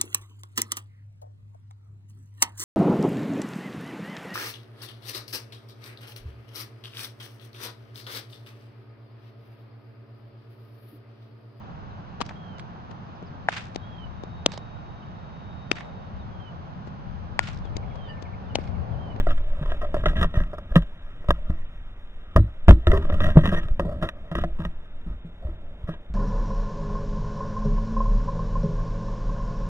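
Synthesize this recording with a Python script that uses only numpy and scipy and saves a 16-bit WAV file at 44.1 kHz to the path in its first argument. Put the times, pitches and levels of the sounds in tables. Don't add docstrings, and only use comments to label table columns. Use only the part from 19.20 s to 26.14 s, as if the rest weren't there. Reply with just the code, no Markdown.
import sys
import numpy as np
from scipy import signal
from scipy.fft import rfft, irfft
from scipy.io import wavfile

SR = 44100
rng = np.random.default_rng(int(sys.argv[2]) if len(sys.argv) > 2 else 0)


def to_wav(sig):
    pcm = np.clip(np.atleast_2d(sig), -1, 1) * 32767
    pcm = np.round(pcm).astype(np.int16)
    wavfile.write(sys.argv[1], SR, pcm.T)


N = 306054

# pitch_hz, width_hz (of one pass through the resonance), level_db
CASE = [(592, 131, 4), (1273, 298, 0.5), (1855, 206, 4), (2667, 85, -22), (3610, 4430, -11),
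        (450, 510, -6.5), (651.3, 69, -9.5), (1643, 220, 2.5), (1068, 550, -6)]
# rest_pitch_hz, t60_s (after a 0 dB push)
PANEL = [(170, 0.09), (337, 0.1131)]


def gain_of(db):
    return 10 ** (np.asarray(db) / 20)


def evened(x):
    return x / np.sqrt(np.mean(x ** 2) + 1e-20)


def add(mix, start_s, sound):
    part = mix[round(start_s * SR):][:len(sound)]
    part += sound[:len(part)]


def passed(x, hz, kind, order=2):
    return signal.sosfilt(signal.butter(order, hz, kind, fs=SR, output="sos"), x)


def parts(x, hz):
    dull = evened(passed(x, hz, "low", order=4))
    bright = evened(passed(x, hz, "high", order=4))
    return dull, bright


def ring(x, hz, width_hz):
    return signal.lfilter(*signal.iirpeak(hz, hz / width_hz, SR), x)


def noise(spectrum):
    hz = np.fft.rfftfreq(N, 1 / SR)
    curve_hz, curve_db = np.transpose(spectrum)
    weight = gain_of(np.interp(np.log(hz + 1), np.log(curve_hz + 1), curve_db))
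    return evened(irfft(rfft(rng.standard_normal(N)) * weight, N))


def wander(hz):
    return evened(passed(rng.standard_normal(N), hz, "low"))


def along(table):
    times_s, *columns = np.transpose(table)
    return [np.interp(np.arange(N) / SR, times_s, column) for column in columns]


def case(x, drift_db=0, shift=1):
    between_db = -8.5
    rings = 0
    for hz, width_hz, db in CASE:
        drive = x * gain_of(drift_db * wander(6)) if drift_db else x
        once = ring(drive, hz * shift, width_hz)
        rings = rings + gain_of(db) * ring(once, hz * shift, width_hz)
    return passed(rings + gain_of(between_db) * x, 3900, "low", order=6)


def contact():
    # time_s, dull_db, bright_db, shake_db
    roll = [(0, -57, -71, -54), (0.35, -48.5, -65, -44), (1.05, -55, -53.5, -38), (1.4, -55.5, -56.5, -43),
            (1.7, -60.5, -58.5, -50.5), (2.3, -54.5, -57.5, -47.5), (2.8, -77, -64, -59),
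            (3.12, -59, -57.5, -52), (3.4, -64, -63, -73), (3.84, -45, -57, -32), (4.45, -51, -49, -40.5),
            (4.58, -59.5, -75, -39.5), (5.0, -52, -65.5, -46), (5.6, -56.5, -67, -53),
            (6.1, -63.5, -76, -49), (6.5, -54, -86, -47), (6.94, -59, -87, -56)]
    # start_s, length_s, dull_db, bright_db, shake_db
    scrapes = [(0.0, 0.0074, -36, -37.5, -26), (0.082, 0.038, -41, -38.5, -28),
               (0.171, 0.13, -49.5, -71, -46), (0.416, 0.15, -41.5, -50.5, -41),
               (0.61, 0.04, -36.5, -46.5, -42), (0.74, 0.069, -45, -45.5, -29),
               (0.832, 0.125, -43, -47.5, -28.5), (0.953, 0.09, -39, -33.5, -24),
               (1.137, 0.092, -44, -44.5, -31.5), (1.503, 0.13, -46, -54, -44),
               (1.547, 0.038, -76, -45.5, -22), (2.093, 0.077, -67, -52, -57),
               (3.155, 0.035, -39.5, -62, -12.5), (3.478, 0.041, -35.5, -32, -9.5),
               (3.669, 0.12, -32.5, -42.5, -24), (3.809, 0.048, -47, -49, -45),
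               (3.89, 0.072, -44, -64, -23.5), (4.003, 0.11, -39.5, -36.5, -21.5),
               (4.154, 0.059, -39.5, -41, -17), (4.233, 0.063, -33.5, -35.5, -29),
               (4.315, 0.07, -35.5, -38.5, -29.5), (4.59, 0.28, -40.5, -57.5, -27),
               (4.814, 0.033, -43, -47, -28), (5.148, 0.077, -52, -39.5, -26.5),
               (5.384, 0.076, -45.5, -51.5, -35), (5.865, 0.069, -51.5, -61, -33.5),
               (6.222, 0.14, -48, -64.5, -43), (6.672, 0.08, -48.5, -48.5, -44)]
    bite_s, sag_db_per_s = 0.005, 35
    release_db_per_s = (682, 682, 304)
    power = gain_of(along(roll)) ** 2
    t = np.arange(SR // 2) / SR
    for start_s, length_s, *levels_db in scrapes:
        for row, db, fall_db_per_s in zip(power, levels_db, release_db_per_s):
            release_db = fall_db_per_s * np.maximum(t - length_s, 0)
            shape = gain_of(db - sag_db_per_s * t - release_db)
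            add(row, start_s, (np.minimum(t / bite_s, 1) * shape) ** 2)
    return np.sqrt(power)


def scraping(dull_gain, bright_gain):
    smooth_below_db = -46
    roughness = np.minimum(dull_gain / gain_of(smooth_below_db), 1)
    grain_size = gain_of(2.8 * np.minimum(rng.exponential(1, N), 5))
    present = rng.random(N) < 220 / SR
    grit = evened(grain_size * present * rng.choice([-1, 1], N)) * roughness
    unsteady = gain_of(2.3 * wander(45) * roughness)
    rubbing = (1.3 * grit + rng.standard_normal(N)) * unsteady
    dull, bright = parts(passed(case(rubbing, drift_db=3.5), 250, "high"), 850)
    return dull_gain * dull + bright_gain * bright


def shaking(shake_gain):
    # (per Hz, relative)
    shake_colour = [(40, 14), (80, 14), (130, -5.5), (250, -4.5), (450, -32.5), (900, -71)]
    shake = noise(shake_colour)
    panel = 0
    for (hz, t60_s), db in zip(PANEL, (-2, -12)):
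        panel = panel + gain_of(db) * evened(ring(shake, hz, 5.7 / t60_s))
    return shake_gain * gain_of(0.34 * wander(27)) * evened(shake + panel)


def heaving():
    # time_s, level_db
    sway = [(0.0, -20), (0.77, -26), (1.08, -27), (1.29, -31), (1.68, -34.5), (1.85, -36.5), (2.3, -29.5),
            (2.98, -38.5), (3.61, -28.5), (4.1, -22.5), (4.23, -26), (5.08, -37.5), (5.2, -29.5),
            (6.2, -40), (6.63, -33.5), (6.94, -42.5)]
    # (per Hz, relative)
    sway_colour = [(3, -58), (8, 5), (40, -16), (90, -26), (300, -57)]
    return gain_of(along(sway)[0] + 2 * wander(1.42)) * noise(sway_colour)


def hissing():
    # (per Hz, relative)
    hiss_colour = [(90, -28), (150, -0.5), (400, -8.5), (570, -7), (1120, -14.5), (1310, -11.5),
                   (3000, -19.5), (3750, -14), (4300, -52)]
    return gain_of(-56.5) * noise(hiss_colour)


def ride():
    dull_gain, bright_gain, shake_gain = contact()
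    return scraping(dull_gain, bright_gain) + shaking(shake_gain) + heaving() + hissing()


def knocks():
    # start_s, peak_db, bright_db (share of the bright part), length_s (decay time of the chatter)
    knock_table = [(0.069, -15, -27, 0.0055), (0.102, -30, 1, 0.00091), (0.178, -31, 0, 0.0044),
                   (0.504, -30, 5, 0.032), (0.519, -19.5, -11.5, 0.0044), (0.617, -26, -9, 0.0086),
                   (0.644, -26, -41, 0.0013), (0.743, -14, -26, 0.0048), (0.766, -20, -34, 0.0027),
                   (0.787, -41, -32, 0.0054), (0.838, -21.5, -32, 0.0019), (0.858, -9.5, -5, 0.0078),
                   (0.884, -22, 0, 0.019), (0.961, -44, -20, 0.0038), (1.013, -18.5, -3, 0.025),
                   (1.029, -13, -1.5, 0.0072), (1.044, -15.5, -11, 0.0055), (1.141, -25, -29, 0.0015),
                   (1.175, -26, -30, 0.0036), (1.237, -29.5, 0, 0.0013), (1.332, -26, -39, 0.0096),
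                   (1.383, -28, -20, 0.0077), (1.557, -6.5, -4.5, 0.0098), (1.622, -33, 2, 0.0062),
                   (2.043, -36.5, -32, 0.0049), (2.086, -19.5, -12, 0.014), (2.106, -2.5, -7.5, 0.0026),
                   (2.303, -27.5, -10, 0.00037), (3.162, -5, -15.5, 0.0083), (3.483, -1.5, -26, 0.0036),
                   (3.492, -7.5, 6, 0.0093), (3.503, -6, 2, 0.0038), (3.509, -6, -13, 0.0031),
                   (3.67, -11, -5, 0.0056), (3.717, -13.5, -3.5, 0.0019), (3.733, -14.5, -35, 0.02),
                   (3.775, -22, -3.5, 0.0038), (3.852, -28, -11, 0.0038), (3.9, -20, -9, 0.0052),
                   (3.924, -22.5, -9, 0.006), (3.942, -23.5, -9, 0.004), (4.004, -17.5, -6.5, 0.0073),
                   (4.066, -19.5, -5.5, 0.0064), (4.088, -22, -13, 0.0055), (4.16, -21, -36, 0.0068),
                   (4.171, -8, -29, 0.0035), (4.189, -15.5, -44, 0.00084), (4.256, -13, -4, 0.008),
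                   (4.275, -17.5, 0, 0.002), (4.325, -17.5, -23, 0.0035), (4.375, -28, -1, 0.01),
                   (4.485, -29.5, -5, 0.0016), (4.596, -11.5, -15, 0.0053), (4.825, -18, -9, 0.024),
                   (4.853, -29, -3, 0.004), (4.889, -16, 1.5, 0.0047), (5.115, -25.5, -11, 0.014),
                   (5.153, -16.5, -6, 0.0016), (5.186, -18.5, -14, 0.0018), (5.238, -16.5, -15, 0.0054),
                   (5.451, -21, -2.5, 0.0037), (6.691, -24, -20, 0.0011)]
    tick = 12
    out = np.zeros(N)
    t = np.arange(3000) / SR
    for start_s, peak_db, bright_db, length_s in knock_table:
        shift = rng.uniform(.96, 1.05)
        chatter = rng.standard_normal(len(t)) * np.exp(-t / max(length_s, .0004))
        rung = case(chatter - tick * (t == 0), shift=shift)
        dull, bright = parts(passed(rung, 100, "high"), 1030)
        share = np.clip(gain_of(bright_db), 0, .97)
        blow = np.sqrt(1 - share ** 2) * dull + share * bright
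        add(out, start_s, gain_of(peak_db) * blow / abs(blow).max())
    return out


def thumps():
    # (levels are those of the decay at its start; panel_hz is the lower note, the upper shifts with it)
    thump_table = [(0.073, -18, 29.3, .3, -31, -33.5, 151), (0.413, -52, 54.4, .2, -20, -69, 144),
                   (0.864, -12.5, 28.4, 0.26, -19, -30.5, 154.4), (1.017, -9.5, 64, 0.12, -16, -52, 165),
                   (1.05, -6.5, 28.7, 0.088, -19.5, -62, 162), (1.21, -11.5, 33.4, .17, -23.5, -60, 165),
                   (1.562, -13, 40, 0.28, 0.5, -44, 165.4), (2.09, -44, 64, 0.19, -17, -42, 168),
                   (2.111, -13, 52, 0.14, -21, -59, 167), (2.298, -21, 66, 0.22, -26, -37.5, 162),
                   (3.16, -3, 57.5, 0.26, -13, -33, 187.5), (3.179, -6, 103, .2, -43, -25.5, 163.6),
                   (3.483, 12, 72.7, 0.026, -4, -13, 170.3), (3.495, 10, 72, 0.065, -11, -23, 187.6),
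                   (3.51, 7, 36.5, 0.061, -17, -17, 164.2), (3.531, -12, 53.7, 0.29, -35, -43, 171),
                   (3.671, -5.5, 77, 0.15, -42, -17.5, 170.3), (3.699, -2.5, 27.7, 0.13, -36, -43, 165),
                   (3.73, -10, 78.3, 0.17, -35, -16, 196.2), (3.775, -11.5, 72, .14, -37, -22, 198),
                   (4.161, -1.5, 60.5, .1, -23, -32, 157), (4.169, -20, 71, 0.13, 6.5, -35, 158),
                   (4.246, -15, 80, 0.13, -17, -36, 171), (4.278, -38, 70, .2, -14, -41, 193),
                   (4.323, -39, 60.4, 0.34, -16.5, -25, 173), (4.376, -40, 62, .3, -27, -32.5, 166),
                   (4.6, -23.5, 45.2, 0.38, -22, -29, 170.7), (4.654, -30, 68.6, 0.32, -18, -45, 168),
                   (4.825, -21, 33, 0.13, -19, -28.5, 168), (5.115, -46, 80, 0.28, -21.5, -36.5, 164),
                   (5.156, -29, 52.7, 0.27, -26, -26.5, 170), (5.243, -26, 55, 0.41, -22, -30.5, 168),
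                   (5.395, -30, 88, 0.23, -20, -37.5, 163), (5.454, -21, 54, 0.16, -22.5, -46, 169.6),
                   (5.864, -24.5, 43.4, 0.53, -31.5, -58, 167), (6.048, -51, 31.7, 0.22, -29.5, -58, 166),
                   (6.25, -20.5, 66, 0.24, -44, -62, 167.4), (6.285, -22, 29.6, 0.24, -49, -38.5, 167.7),
                   (6.688, -48, 89.3, 0.32, -20.5, -34.5, 163.3), (6.9, -26, 56, 0.39, -37, -57, 159.5)]
    push_s = 0.00072
    db_per_halving = 40
    out = np.zeros(N)
    t = np.arange(SR // 3) / SR
    for start_s, frame_db, frame_hz, frame_t60_s, lower_db, upper_db, panel_hz in thump_table:
        modes = [(frame_db, frame_hz, frame_t60_s)]
        for db, (rest_hz, t60_s) in zip((lower_db, upper_db), PANEL):
            shifted_hz = rest_hz * panel_hz / PANEL[0][0]
            modes.append((db, shifted_hz, t60_s * 2 ** (-db / db_per_halving)))
        swing = sum(gain_of(db - 60 * t / t60_s) * np.sin(2 * np.pi * hz * t) for db, hz, t60_s in modes)
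        add(out, start_s, -swing * (1 - np.exp(-t / push_s)))
    return out


def bumps():
    # centre_s, level_db, width_s
    bump_table = [(1.176, -6.5, 0.0024), (1.521, -14, 0.0049), (2.093, -8, 0.0029), (2.301, -14, 0.0015),
                  (4.457, -17.5, 0.0025), (4.514, -11.5, 0.004), (6.643, -18, 0.0031)]
    rebound = 0.39
    out = np.zeros(N)
    for centre_s, db, width_s in bump_table:
        u = np.arange(-3 * width_s, 16 * width_s, 1 / SR) / width_s
        dip = np.exp(-u ** 2)
        recoil = rebound * np.exp(-((u - 6) / 4) ** 2)
        add(out, centre_s - 3 * width_s, gain_of(db) * (recoil - dip))
    return out


def squeaks():
    # start_s, end_s, level_db
    squeak_table = [(4.325, 4.41, -38)]
    out = np.zeros(N)
    tone = evened(ring(rng.standard_normal(N), CASE[2][0], 19))
    for start_s, end_s, db in squeak_table:
        part = tone[round(start_s * SR):round(end_s * SR)]
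        add(out, start_s, gain_of(db) * part * signal.windows.tukey(len(part), .4))
    return out


def scene():
    return np.tile(ride() + knocks() + thumps() + bumps() + squeaks(), (2, 1))


def mirror_images(narrow, camera_hz):
    # level_db, from the first multiple upward
    mirrors_db = [-20, -26.5, -28.5, -68]
    tilted = passed(narrow, 1200, "high") + .09 * passed(narrow, 120, "high")
    turn = np.pi * camera_hz * np.arange(N) / SR
    waver = .6 * wander(40) + .55 * np.array([wander(12), wander(12)])
    phase = waver + np.array([[0], [1.2]])
    carriers = sum(gain_of(db) * np.cos(k * turn + phase) for k, db in enumerate(mirrors_db, start=1))
    return passed(tilted * carriers, 3600, "high", order=6)


def record(dry):
    camera_hz, edge_hz = 7812.5, 15100
    clipped = np.clip(dry[0], -.96, .96)
    band = signal.firwin(301, 3940, window=("kaiser", 8), fs=SR)
    narrow = signal.oaconvolve(clipped, band, "same")
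    late = np.sinc(np.arange(-40, 41) - SR / camera_hz) * np.kaiser(81, 6)
    pair = np.array([np.convolve(narrow, late / late.sum(), "same"), narrow])
    pair = pair + mirror_images(narrow, camera_hz)
    edge = signal.firwin(511, edge_hz, window=("kaiser", 9), fs=SR)
    return signal.oaconvolve(pair, edge[None], "same")


dry = scene()
out = record(dry)
to_wav(out)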